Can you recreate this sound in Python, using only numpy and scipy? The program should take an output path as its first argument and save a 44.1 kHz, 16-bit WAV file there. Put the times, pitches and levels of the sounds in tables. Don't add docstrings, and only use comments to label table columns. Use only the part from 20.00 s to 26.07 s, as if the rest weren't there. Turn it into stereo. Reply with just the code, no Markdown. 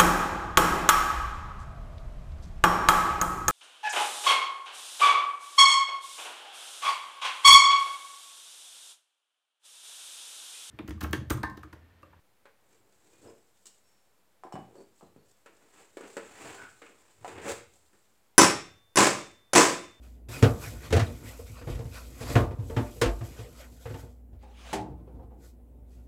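import sys
import numpy as np
from scipy import signal
from scipy.fft import rfft, irfft, next_fast_len
from scipy.io import wavfile
from scipy.ndimage import uniform_filter1d, map_coordinates

SR = 44100
rng = np.random.default_rng(int(sys.argv[2]) if len(sys.argv) > 2 else 0)


def materialize(psi):
    bounded = np.clip(np.atleast_2d(psi).T, -1, 1)
    quanta = np.round(bounded * 32767).astype(np.int16)
    wavfile.write(sys.argv[1], SR, quanta)


N = 267907


def amp(db):
    return 10 ** (np.asarray(db) / 20)


def unit(x):
    return x / np.sqrt(np.mean(x ** 2) + 1e-20)


def along(points, hz):
    point_hz, value = np.transpose(points)
    return np.interp(np.log(hz + 1), np.log(point_hz + 1), value)


def wobble(rate):
    values = rng.standard_normal(int(N * rate / SR) + 4)
    return map_coordinates(values, [np.arange(N) * rate / SR])


def filtered(x, response):
    m = next_fast_len(x.shape[-1] + SR // 2)
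    return irfft(rfft(x, m) * response(np.fft.rfftfreq(m, 1 / SR)), m)[..., :x.shape[-1]]


# pitch_hz, likeness (0 to 1)
LIKENESS = [(60, .98), (200, .95), (500, .4), (1000, .15), (3000, .1), (14000, .05)]


def spread(pair, spectrum):
    def middle_and_side(hz):
        turn = np.arccos(np.clip(along(LIKENESS, hz), 0, 1)) / 2
        return amp(along(spectrum, hz)) * [np.cos(turn), np.sin(turn)]

    mid, side = filtered(pair, middle_and_side)
    return unit(np.array([mid + side, mid - side]))


def patchy(depth_db):
    z = signal.stft(rng.standard_normal((2, N)), nperseg=512)[2]
    patches = uniform_filter1d(rng.standard_normal(z.shape[1:]), size=6, axis=0)
    patches = uniform_filter1d(patches, size=8, axis=1)
    return signal.istft(z * amp(depth_db * unit(patches)), nperseg=512)[1][:, :N]


def ringing(modes, t, attack, rough):
    hz, db, t60 = np.transpose(modes)[:, :, None]
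    wander = rough * hz / 1000 * np.cumsum(rng.standard_normal((len(modes), len(t))), axis=1)
    level = amp(db + 3 * rng.standard_normal((len(modes), 1)) - 60 * t / t60)
    left_right = np.array([1, -1])[:, None, None]
    apart = 1.5 * (hz / 1000) ** 2 * rng.standard_normal((len(modes), 1)) * left_right
    ring = np.sum(level * np.sin(2 * np.pi * hz * t + wander + apart), axis=1)
    ring = ring * (1 - np.exp(-t / attack))
    return ring / np.max(np.abs(ring))


def add(out, s, sound):
    part = out[:, round(s * SR):][:, :sound.shape[-1]]
    part += sound[..., :part.shape[1]]


# pitch_hz, level_db (rms, before it wavers)
HUM = [(59.2, -46.5), (193.8, -71), (242.2, -66), (419.9, -78.5)]
# pitch_hz, relative_level_db
ROOM_HISS = [(25, -35.5), (42, -5), (60, -3.5), (85, -4), (160, -22.5), (250, -10), (330, -16.5),
             (520, -20), (800, -25), (1100, -40.5), (2000, -43), (5000, -54), (8000, -47.5), (14000, -43.5)]
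ROOM_HISS_DB = -57.5


def background():
    t = np.arange(N) / SR
    level_waver, phase_waver = wobble(3), .25 * wobble(4)
    hum = sum(np.sqrt(2) * amp(db + level_waver) * np.sin(2 * np.pi * hz * t + phase_waver)
              for hz, db in HUM)
    return hum + amp(ROOM_HISS_DB) * spread(patchy(depth_db=1.5), ROOM_HISS)


# time_s, hiss_db
CONTACT = [(0.284, -110), (0.287, -51), (0.5, -54), (1.5, -58.5), (1.67, -61), (1.8, -60.5), (2.4, -53.5),
           (2.48, -66.5), (2.62, -67), (2.69, -58), (3.0, -55), (3.15, -57), (3.2, -59), (4.02, -63.5),
           (4.1, -67.5), (4.21, -85), (4.3, -110)]
# fastest_moment_s, rise_s, fade_s, hiss_db, drag_db
SWELLS = [(0.035, 0.024, 0.15, -65.5, -64), (0.353, 0.073, 0.1, -46.5, -40),
          (0.642, 0.046, 0.11, -46.5, -42.5), (0.856, .05, 0.067, -57, -45.5), (1.07, 0.086, 0.1, -70, -48),
          (1.29, 0.063, 0.096, -50.5, -49), (1.47, 0.015, 0.045, -59, -53),
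          (1.59, 0.057, 0.053, -61.5, -50), (1.71, 0.057, 0.079, -55, -47),
          (1.952, 0.045, 0.11, -51.5, -45.5), (2.228, 0.051, 0.032, -52, -42.5),
          (2.308, 0.085, 0.094, -44.5, -38), (2.88, 0.1, 0.034, -65.5, -52.5),
          (3.252, 0.037, 0.21, -57.5, -54), (3.408, 0.091, .08, -58, -50.5),
          (3.608, 0.068, 0.071, -55.5, -49.5), (3.82, 0.027, 0.098, -60, -56.5),
          (3.9, 0.078, 0.094, -59.5, -58), (3.998, 0.062, 0.078, -58.5, -57.5),
          (5.454, 0.052, 0.066, -59, -63.5), (5.935, 0.057, 0.14, -69, -70.5)]
CONTACT_DRAG_DB = -3.5
EDGE_DB = 14
LAND_S = .286


def swells():
    t = np.arange(N) / SR
    contact_db = np.interp(t, *np.transpose(CONTACT))
    power = amp([contact_db, contact_db + CONTACT_DRAG_DB]) ** 2
    for s, rise, fade, *db in SWELLS:
        distance = np.where(t < s, (s - t) / rise, (t - s) / fade)
        landed = (t > LAND_S) | (s < LAND_S)
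        power = power + landed * amp(np.array(db)[:, None] - EDGE_DB * distance ** 1.38) ** 2
    return np.sqrt(power)


# pitch_hz, width_hz, peak_db (each over the plain rubbing noise)
SINGING = [(1465, 22, 5.5), (2494, 84, 6), (4880, 120, 3.5), (7770, 200, 2)]


def singing(hz):
    return 1 + sum((amp(db) - 1) / (1 + (2 * (hz - c) / width) ** 2) for c, width, db in SINGING)


# pitch_hz, relative_level_db, fade_s (time to fall by 60 dB)
MODES = [
    [(50.7, 4, 0.34), (69, 1, 0.084), (83.7, 3, 0.29), (101.7, -2.5, 0.26), (111.6, 6.5, 0.18),
     (118.7, -1, 0.16), (132, 0, 0.13)],
    [(236, -1, 0.26), (267.7, 2.5, 0.21), (337.4, 0, 0.22), (363.3, -1.5, .2)],
    [(463.5, 1.5, 0.18), (502, -3, 0.16)],
    [(595.7, -3, 0.33), (694.3, -1.5, 0.27), (771.5, -6.5, 0.18), (888, -3.5, 0.26), (1047, -7, 0.18),
     (1172, -12.5, 0.43), (1320, -18.5, 0.017), (1499, -13, 0.27)],
]


def counter_and_pan(hz):
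    total = 0
    for k, (c, db, t60) in enumerate(sum(MODES, [])):
        width = 3 / t60
        gain = (-1) ** k * amp(db - 4.1 * np.log2(c / 100))
        total = total + gain * 1j * hz * width / (c * c - hz * hz + 1j * hz * width)
    return total


# pitch_hz, relative_level_db
HISS = [(1470, -46), (2500, -19.5), (3310, -8.5), (4110, -5.5), (4690, -6), (7770, -0.5), (8870, -7),
        (13000, -3), (16000, -17.5)]
# pitch_hz, relative_level_db
DRAG = [(240, -35), (400, -26), (501, -0.5), (797, -9.5), (1450, -7), (1690, -12), (1870, -8), (2530, -11),
        (3200, -12.5), (8000, -21), (10400, -24), (17600, -120)]
# time_s, level_db
RUMBLE = [(0.27, -63), (0.292, -40), (0.51, -32.5), (0.67, -46.5), (1.06, -37), (1.49, -54.5),
          (1.84, -44.5), (2.01, -56.5), (2.38, -32.5), (2.66, -43.5), (3.26, -46), (3.62, -53),
          (4.08, -58.5), (4.7, -69), (4.8, -41), (5.05, -48.5), (5.2, -46.5), (5.481, -59), (6.07, -60)]


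def wiping():
    hiss_gain, drag_gain = swells()
    rumble_db = np.interp(np.arange(N) / SR, *np.transpose(RUMBLE))
    fibres = amp(1.2 * wobble(250) + 1.2 * wobble(27))
    hiss_noise = filtered(spread(patchy(depth_db=.8), HISS), singing)
    hiss = hiss_gain * unit(fibres * hiss_noise)
    drag_noise = filtered(spread(patchy(depth_db=3.0), DRAG), singing)
    drag = drag_gain * unit(amp(0.5 * wobble(40)) * drag_noise)
    uneven = amp(2.9 * wobble(25)) * rng.standard_normal((2, N))
    rumble = spread(filtered(uneven, counter_and_pan), [(30, 0)])
    return hiss + drag + amp(rumble_db) * rumble


# pitch_hz, relative_level_db
CLATTER = [(410, -38), (700, -13.5), (1800, -9.5), (2240, -12.5), (2460, -11), (4490, -14.5), (7690, -13),
           (13100, -26.5), (16000, -39)]
DULLING, USUAL_CRACK_DB = 0.68, -8.5


def rattle(t, dull_db, bright_db, slow, fast):
    body, crack = [spread(rng.standard_normal((2, len(t))), CLATTER) for _ in range(2)]
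    brightness_db = DULLING * (bright_db - dull_db - USUAL_CRACK_DB)
    corner_hz = 4000 * amp(np.clip(brightness_db, -9, 3))
    low_share = lambda hz: 1 / (1 + (hz / corner_hz) ** 2)
    body = unit(filtered(body, low_share))
    crack = unit(filtered(crack, lambda hz: 1 - low_share(hz)))
    rise = 1 - np.exp(-t / .001)
    return rise * (amp(dull_db - 60 * t / slow) * body + amp(bright_db - 60 * t / fast) * crack)


# time_s, favoured_boom_pitch_hz, boom_db, pan_ring_db, rim_ring_db, rattle_db, crack_db
KNOCKS = [(0.288, 110, -33.5, -48, -52.5, -56.5, -62), (0.425, 124, -6, -14, -13.5, -21.5, -31.5),
          (0.448, 135, -15, -31.5, -42, -53.5, -56), (0.667, 110.8, -31.5, -51.5, -49.5, -46.5, -58),
          (0.905, 94.2, -26, -33.5, -43, -37, -46.5), (0.925, 85.7, -13.5, -22, -16.5, -23.5, -31),
          (0.964, 133, -16.5, -21, -19.5, -28, -35.5), (0.994, 108, -15, -38.5, -63.5, -27, -37),
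          (1.391, 62, -38, -49, -36.5, -63, -72), (1.496, 108.6, -37, -64, -57, -69, -68),
          (1.612, 58, -35, -51, -42, -47, -81), (1.671, 137, -27.5, -36, -34.5, -45, -73),
          (1.698, 62, -25, -43, -63, -50.5, -52), (1.749, 102, -33, -56, -43, -49, -52),
          (1.79, 107, -30, -41, -38, -49.5, -56), (1.851, 105, -30, -57, -44, -56, -56),
          (2.206, 96.9, -33.5, -38, -39.5, -49, -50), (2.298, 109, -29, -34, -36, -42.5, -51),
          (2.354, 114, -10, -16, -18, -22, -42), (2.398, 58.4, -23.5, -25, -27.5, -37.5, -58),
          (2.439, 106, -22, -49, -42.5, -60, -70), (2.509, 108, -47, -40.5, -39.5, -51, -68.5),
          (2.587, 106.6, -23.5, -49, -49, -76, -67), (2.697, 61.9, -32, -37.5, -30.5, -47.5, -63.5),
          (2.765, 111, -18.5, -23.5, -29, -29, -54), (2.799, 118, -34.5, -31.5, -59, -49.5, -59),
          (2.96, 105, -43.5, -54, -44.5, -65, -71), (3.014, 119, -23, -23, -17.5, -21, -25.5),
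          (3.056, 57.5, -19.5, -26, -54, -30.5, -43), (3.074, 56.5, -40.5, -32.5, -56, -50, -59),
          (3.209, 102, -28, -41, -45, -45.5, -64), (3.387, 114, -34.5, -48, -40.5, -49, -56),
          (3.449, 61.9, -46, -56, -46, -68.5, -68), (3.855, 105, -32.5, -46, -35.5, -42, -63),
          (3.901, 102.7, -29.5, -40.5, -40.5, -48.5, -61), (3.94, 101.3, -34.5, -40, -44.5, -47, -59),
          (4.03, 110, -38, -49.5, -47, -75, -69), (4.327, 67.6, -39, -58, -61, -77, -82)]
RING_ATTACK_S, RING_ROUGH = .004, .095
UPPER_RING_DB = 0


def knocks():
    out, t = np.zeros((2, N)), np.arange(SR // 3) / SR
    for s, boom_hz, boom_db, pan_db, rim_db, rattle_db, crack_db in KNOCKS:
        low = [(hz, level - 35 * abs(np.log2(hz / boom_hz)), t60) for hz, level, t60 in MODES[0]]
        boom = amp(boom_db) * ringing(low, t, attack=0.017, rough=0.13)
        ring_db = pan_db, rim_db, pan_db + UPPER_RING_DB
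        ring = sum(amp(level) * ringing(modes, t, RING_ATTACK_S, RING_ROUGH)
                   for modes, level in zip(MODES[1:], ring_db))
        add(out, s, boom + ring + rattle(t, rattle_db, crack_db, slow=0.17, fast=0.061))
    return out


# pitch_hz, fade_s (time to fall by 60 dB)
KITCHEN = [(150, 0.42), (1000, 0.21), (4000, 0.042), (12000, 0.15)]


def kitchen(x):
    out, step = np.zeros((2, N)), SR // 3
    for start in range(0, N, step):
        hz, t, z = signal.stft(rng.standard_normal((2, SR // 2)), SR, nperseg=256)
        fading = amp(-60 * t / along(KITCHEN, hz)[:, None])
        tail = signal.istft(z * fading, SR, nperseg=256)[1]
        tail = tail / np.linalg.norm(tail[0])
        answer = signal.fftconvolve(x[None, start:start + step], tail, axes=1)
        add(out, start / SR + .004, answer)
    return out


# time_s, level_db (before it flickers)
SLIDE = [(4.39, -76), (4.428, -65.5), (4.498, -65.5), (4.666, -46.5), (4.724, -45.5), (4.728, -47.5)]
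# pitch_hz, relative_level_db
SCUFF = [(180, -58), (300, -28), (507, -3), (606, -5.5), (1670, -10), (2440, -8), (7920, -20.5),
         (15000, -35.5)]


def slide():
    level_db = np.interp(np.arange(N) / SR, *np.transpose(SLIDE), left=-120, right=-120)
    return amp(level_db + 1.175 * wobble(29.78)) * spread(patchy(depth_db=2.5), SCUFF)


# time_s, ring_db (before the treble cut), rattle_db, crack_db
THUDS = [(4.426, -45.5, -65, -68.5), (4.729, -19.5, -32, -36.5), (4.809, -34, -63, -62),
         (5.073, -42.5, -67, -110), (5.192, -44, -73, -110), (5.308, -46, -72.5, -110)]
# pitch_hz, relative_level_db, fade_s (time to fall by 60 dB)
WOOD = [(184.6, -3.5, 1), (225, -0.5, 0.3), (310, -2.5, 0.63), (394, 1, 0.34), (510.4, 3, 0.31),
        (668, 1, 0.42), (769, 0.5, 0.35), (831.5, 3.5, .4), (849, -1.5, 0.15), (1103, -16, 0.37),
        (1450, -44.5, 0.13), (1846, -35, 0.3)]
HARD_DB, HARD_ATTACK_S, SOFTENING = -15, .001, 0.21
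WOOD_TOP_HZ = 1700


def thuds():
    out, t = np.zeros((2, N)), np.arange(SR // 2) / SR
    treble_cut = signal.butter(2, WOOD_TOP_HZ, fs=SR, output="sos")
    for s, db, rattle_db, crack_db in THUDS:
        crack = rattle(t, rattle_db, crack_db, slow=0.24, fast=0.12)
        attack = HARD_ATTACK_S * amp(SOFTENING * (HARD_DB - db))
        ring = signal.sosfilt(treble_cut, ringing(WOOD, t, attack, rough=.1))
        add(out, s, amp(db) * ring + crack)
    return out


def scene():
    hits = knocks() + thuds()
    room = filtered(kitchen(hits.mean(axis=0)), lambda hz: np.clip(hz / 600, 0, 1))
    return hits + amp(-6.5) * room + wiping() + slide() + background()


# pitch_hz, left_minus_right_db
BALANCE = [(60, -4.5), (240, -1), (950, -2.5), (3770, -3), (15000, 0)]
TOP_HZ = 15850


def record(dry):
    half = np.array([[.5], [-.5]])

    def microphones(hz):
        lead_s = 8e-5 / (1 + (hz / 700) ** 2)
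        return amp(half * along(BALANCE, hz)) * np.exp(2j * np.pi * hz * half * lead_s)

    bass_cut = lambda hz: (1j * hz / (38 + 1j * hz)) ** 2
    return filtered(dry, lambda hz: microphones(hz) * bass_cut(hz) * (hz < TOP_HZ))


dry = scene()
out = record(dry)
materialize(out)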